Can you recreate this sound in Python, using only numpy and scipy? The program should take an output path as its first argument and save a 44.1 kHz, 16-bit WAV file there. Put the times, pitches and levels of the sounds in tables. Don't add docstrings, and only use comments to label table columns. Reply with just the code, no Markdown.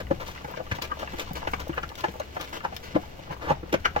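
import sys
import numpy as np
from scipy import signal
from scipy.fft import rfft, irfft
from scipy.io import wavfile
from scipy.ndimage import uniform_filter1d

SR = 44100
rng = np.random.default_rng(int(sys.argv[2]) if len(sys.argv) > 2 else 0)


def generate_wav(sig):
    pcm = np.round(np.clip(np.atleast_2d(sig).T, -1, 1) * 32767).astype(np.int16)
    wavfile.write(sys.argv[1], SR, pcm)


N = 176400

CONTACTS_PER_S, CONTACT_DB, SETTLE_S = 1300, -1, 0.0038
CRACK_DB, CLICK_DECAY_S, THUD_LOW_HZ, DECK_PAN_DB = -10.5, 0.009, 107, 2
# pitch_hz, level_db
DECK_MODES = [(145,-4),(185,3.5),(240,-7)]
# frequency_hz, level_db
WOOD_SPECTRUM = [(100,-23),(320,-1),(850,-2),(1500,-5),(9000,-39.5)]
# frequency_hz, level_db
HORN_SPECTRUM = [(600,-23),(1500,18.5),(2700,11),(4000,-0.5),(6500,-3.5),(8000,-15),(16000,-15.5)]
# time_s, left_minus_right_db
HOOF_PAN = [(2.9,3.5),(3.5,1),(3.735,1),(3.85,4)]
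# blow_s, roll_in_s, knock_db, pitch_hz, thud_db, click_db
HOOF_FALLS = [(0.111,0.0028,-24,412,-29.5,-46),(.411,0.0027,-50,1170,-60,-77),(0.446,0.0018,-38.5,770,-43,-44.5),(0.539,0.0045,-41.5,960,-46,-57),(0.573,0.0037,-40,588,-52,-44),(0.603,0.017,-34.5,617,-45,-65),(0.715,0.0019,-27.5,108,-33.5,-34),(0.719,0.0021,-44.5,1540,-53,-39),(.786,0.0019,-37,778,-43,-50),(0.918,0.0086,-30.5,1130,-45,-58),(1.029,.003,-34.5,814,-45,-47),(1.139,0.0074,-38.5,543,-42,-52),(1.309,0.0026,-40,770,-35.5,-67),(1.428,0.0037,-38,872,-47,-62),(1.474,0.002,-30.5,848,-64,-36.5),(1.535,0.0013,-31,950,-38,-34.5),(1.695,0.0025,-32,323,-34,-68),(1.779,0.0063,-30,1090,-46,-43),(1.833,0.0037,-36,1370,-42.5,-38.5),(2.041,0.0024,-25,795,-51,-34),(2.083,0.0014,-44,313,-38.5,-52),(2.201,0.0011,-33.5,617,-57,-47.5),(2.368,0.0063,-32.5,740,-47,-45.5),(2.649,0.0076,-27.5,940,-44,-40.5),(2.725,0.0045,-39.5,753,-48.5,-56),(2.954,0.005,-24.5,298,-26,-63),(2.962,0.0022,-25.5,623,-44,-55),(3.307,0.009,-36,787,-39,-61),(3.505,0.019,-21,854,-31,-37),(3.518,0.0049,-27,630,-29.5,-40.5),(3.631,0.00093,-39,330,-45,-76),(3.729,0.0033,-26,408,-38.5,-36),(3.740,0.00068,-25,548,-28,-29.5),(3.855,0.0041,-24,1426,-42.5,-27.5),(3.962,0.00071,-23.5,845,-41,-39)]
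def hooves():
    out, t = np.zeros((2, N)), np.arange(SR // 3) / SR
    lead_s = t[SR // 20]
    since_blow = t - lead_s
    for blow_s, roll_in_s, knock_db, pitch_hz, thud_db, click_db in HOOF_FALLS:
        rise = since_blow / roll_in_s
        load = np.exp(np.minimum(rise, -since_blow / SETTLE_S))
        click_envelope = np.exp(np.minimum(rise, -since_blow / CLICK_DECAY_S))
        contacts = burst(load * grains(len(t), CONTACTS_PER_S, spread_db=1.25))
        force = undb(CONTACT_DB) * contacts + burst(1. * (since_blow == 0))
        crack = burst(colour(click_envelope * rng.standard_normal(len(t)), WOOD_SPECTRUM))
        knock = burst(signal.fftconvolve(force, slat(t, pitch_hz))[:len(t)]) + undb(CRACK_DB) * crack
        deck = sum(undb(db) * wood_mode(t, hz * (1 + DETUNE * rng.standard_normal()))
                   for hz, db in DECK_MODES)
        thud = burst(highpass(signal.fftconvolve(force, deck)[:len(t)], THUD_LOW_HZ))
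        click = burst(colour(click_envelope * grains(len(t), 6000, spread_db=0.28), HORN_SPECTRUM))
        strike = place(undb(knock_db) * knock + undb(click_db) * click, curve(blow_s, HOOF_PAN))
        add(out, strike + pan(undb(thud_db) * thud, DECK_PAN_DB), blow_s - lead_s)
    return out


OWN_MODE_DB, FOCUS_OCTAVES, DETUNE, CUTOFF_RATIO = 1.5, 0.72, 0.04, 3.44
# pitch_hz, level_db
SLAT_MODES = [(345,3),(520,-2.5),(595,-9),(755,1.5),(842,2),(1105,-1),(1290,-2),(1600,0),(1880,0.5),(2800,4)]
def slat(t, pitch_hz):
    out = undb(OWN_MODE_DB) * wood_mode(t, pitch_hz)
    for hz, db in SLAT_MODES:
        shift, polarity = rng.standard_normal(2)
        nearness = 1 / (1 + (np.log2(hz / pitch_hz) / FOCUS_OCTAVES) ** 2)
        out += np.sign(polarity) * undb(db) * nearness * wood_mode(t, hz * (1 + DETUNE * shift))
    return highpass(lowpass(out, CUTOFF_RATIO * pitch_hz), pitch_hz / 2)


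def wood_mode(t, hz, t60_at_1khz_s=0.033):
    return np.sin(2 * np.pi * hz * t) * decay(t, t60_at_1khz_s * (1000 / hz) ** .5)


SCUFF_RISE_SHARE, SCUFF_FALL_S, HAY_PAN_DB = 0.17, 0.0099, 3.5
# frequency_hz, level_db
HAY_SPECTRUM = [(400,4),(2800,5),(4200,-1.5),(6500,-5.5),(10000,-15),(13000,-10.5),(16000,-10)]
# start_s, length_s, wood_db, hay_db
HOOF_SLIDES = [(0,0.013,-34,-40.5),(0.197,0.035,-36.5,-43),(0.256,0.063,-59,-43),(0.473,0.042,-40,-49),(0.746,0.022,-45,-39),(0.813,0.037,-37.5,-34.5),(0.986,0.042,-37,-41.5),(1.179,0.043,-35,-36),(1.35,0.031,-36.5,-37.5),(1.592,0.029,-36.5,-42),(1.974,0.04,-43.5,-40),(2.39,0.06,-38.5,-39.5),(2.523,0.052,-36.5,-38.5),(2.824,0.061,-53,-44.5),(3.307,0.032,-37,-46),(3.405,0.12,-37.5,-49)]
def scuffs():
    out, t = np.zeros((2, N)), np.arange(SR // 4) / SR
    for start_s, length_s, wood_db, hay_db in HOOF_SLIDES:
        rise = np.minimum(t / (SCUFF_RISE_SHARE * length_s), 1)
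        fall = np.exp(-.5 * t / length_s - np.maximum(t - length_s, 0) / SCUFF_FALL_S)
        wood = undb(wood_db) * unit(colour(grains(len(t), 900, spread_db=1.4), WOOD_SPECTRUM))
        hay = undb(hay_db) * unit(colour(grains(len(t), 2500, spread_db=1.6), HAY_SPECTRUM))
        add(out, place(rise * fall * (wood + hay), HAY_PAN_DB), start_s)
    return out


# start_s, level_db, low_cut_hz
DRY_CLICKS = [(0.278,-47.5,3500),(.512,-47.5,13000),(0.821,-35.5,2240),(1.196,-36.5,2540),(1.333,-41,13000),(1.517,-53,10000),(1.600,-46.5,4430),(1.68,-47.5,9000),(1.891,-49,1990),(1.954,-47,2350),(2.007,-46,2740),(2.198,-46,4070),(2.411,-41.5,2980),(2.765,-39,1690),(3.727,-39,4030)]
def dry_clicks(decay_s=0.0028):
    out, t = np.zeros((2, N)), np.arange(SR // 10) / SR
    for start_s, level_db, low_cut_hz in DRY_CLICKS:
        click = colour(grains(len(t), 3000, spread_db=0.73) * np.exp(-t / decay_s), HAY_SPECTRUM)
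        add(out, place(undb(level_db) * burst(highpass(click, low_cut_hz)), HAY_PAN_DB), start_s)
    return out


# time_s, level_db
HERD_LEVEL = [(.08,-52.5),(.25,-46.5),(.65,-51),(1.05,-47),(1.9,-48),(2.6,-49),(3.1,-50),(3.65,-57.5),(4,-48.5)]
def herd(fine_hay_hz=7160, stir_db=3.2):
    out = patter(count=80)
    hold = SR // 30
    for pan_db in (0, HAY_PAN_DB):
        hay = unit(colour(grains(N, 1500, spread_db=3), HAY_SPECTRUM))
        for stalks in (lowpass(hay, fine_hay_hz), highpass(hay, fine_hay_hz)):
            stepped = np.repeat(rng.standard_normal(N // hold + 1), hold)
            stir = unit(uniform_filter1d(stepped, hold))[:N]
            out += place(stalks * undb(stir_db * stir), pan_db) / 2
    return out * undb(curve(np.arange(N) / SR, HERD_LEVEL))


def patter(count, centre_hz=1035, relative_db=-2.5):
    out, t = np.zeros((2, N)), np.arange(SR // 16) / SR
    for when, pitch, size in rng.random((count, 3)):
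        tap = burst(slat(t, centre_hz * 2 ** (2 * pitch - 1)))
        add(out, place(size * tap, HAY_PAN_DB), when * N / SR)
    return undb(relative_db) * unit(out)


# frequency_hz, level_db
RUMBLE_SPECTRUM = [(25,-1),(50,-10.5),(64,6.5),(90,-3.5),(190,-10.5),(300,-23.5),(700,-52)]
# time_s, level_db
RUMBLE_LEVEL = [(0,-34.5),(.5,-47),(1.55,-40.5),(2.1,-49),(4,-43)]
def floor_rumble():
    rumble = unit(colour(rng.standard_normal(N), RUMBLE_SPECTRUM))
    return pan(rumble * undb(curve(np.arange(N) / SR, RUMBLE_LEVEL)), DECK_PAN_DB)


# frequency_hz, level_db
AIR_SPECTRUM = [(25,-18),(70,0),(350,-3.5),(750,-7),(1100,-16),(2600,-19),(6500,-29),(8400,-44),(15000,-32.5)]
def barn_air(level_db=-47.5):
    pair = [unit(colour(rng.standard_normal(N), AIR_SPECTRUM)) for _ in range(2)]
    return undb(level_db) * diffuse(pair)


def reverberate(x, near_db=-3, tail_db=-12.5, damping_hz=5260):
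    tail = signal.sosfilt(signal.butter(1, damping_hz, fs=SR, output="sos"), echoes(0.16, 0.014))
    response = undb(near_db) * echoes(t60_s=0.047, build_s=0.0015) + undb(tail_db) * tail
    response[:, 0] += 1
    return signal.fftconvolve(x, response, axes=1)[:, :N]


def echoes(t60_s, build_s):
    t = np.arange(SR // 2) / SR
    field = diffuse(rng.standard_normal((2, len(t)))) * decay(t, t60_s) * np.minimum(t / build_s, 1) ** 2
    return field / np.sqrt(np.sum(field ** 2) / 2)


def diffuse(pair, crossover_hz=255):
    side = highpass(pair[1], crossover_hz)
    return np.array([pair[0] + side, pair[0] - side]) / np.sqrt(2)


def place(x, db, mean_lag_s=0.00028):
    i = np.arange(len(x))
    shift = round((1 + .25 * rng.standard_normal()) * mean_lag_s * SR / 2)
    return pan(np.array([np.interp(i - side * shift, i, x, left=0, right=0) for side in (1, -1)]), db)


def pan(x, db):
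    return x * undb(np.array([[db], [-db]]) / 2)


def grains(count, per_s, spread_db):
    chance, size, sign = rng.random(count), rng.exponential(size=count), rng.standard_normal(count)
    return (chance < per_s / SR) * undb(spread_db * np.minimum(size, 5)) * np.sign(sign)


def colour(x, spectrum):
    hz, db = np.array(spectrum, float).T
    size = 8192
    bins_hz = np.maximum(np.fft.rfftfreq(size, 1 / SR), 1)
    cepstrum = irfft(np.log(undb(np.interp(np.log(bins_hz), np.log(hz), db))))
    cepstrum[1:size // 2] *= 2
    cepstrum[size // 2 + 1:] = 0
    return signal.fftconvolve(x, irfft(np.exp(rfft(cepstrum))))[:len(x)]


def lowpass(x, hz):
    return signal.sosfilt(signal.butter(3, min(hz, SR / 3), fs=SR, output="sos"), x)


def highpass(x, hz):
    return signal.sosfilt(signal.butter(2, min(hz, SR / 3), "high", fs=SR, output="sos"), x)


def decay(t, t60_s):
    return np.exp(-np.log(1000) * t / t60_s)


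def curve(t, points):
    return np.interp(t, *np.array(points).T)


def undb(db):
    return 10 ** (np.asarray(db) / 20)


def unit(x):
    return x / np.sqrt(np.mean(x ** 2) + 1e-20)


def burst(x):
    return x / np.sqrt(np.sum(x ** 2) / (.02 * SR) + 1e-20)


def add(out, x, start_s):
    i = max(int(start_s * SR), 0)
    n = min(x.shape[1], N - i)
    out[:, i:i + n] += x[:, :n]


def scene():
    return reverberate(hooves() + scuffs() + dry_clicks() + herd()) + floor_rumble() + barn_air()


# frequency_hz, gain_db
LEFT_RESPONSE = [(6000,1.5),(8500,-7),(11000,-5),(14000,-1.5)]
def record(dry, top_hz=15900):
    pair = np.array([colour(dry[0], LEFT_RESPONSE), dry[1]])
    return signal.sosfilt(signal.ellip(10, .2, 80, top_hz, fs=SR, output="sos"), pair)


dry = scene()
out = record(dry)
generate_wav(out)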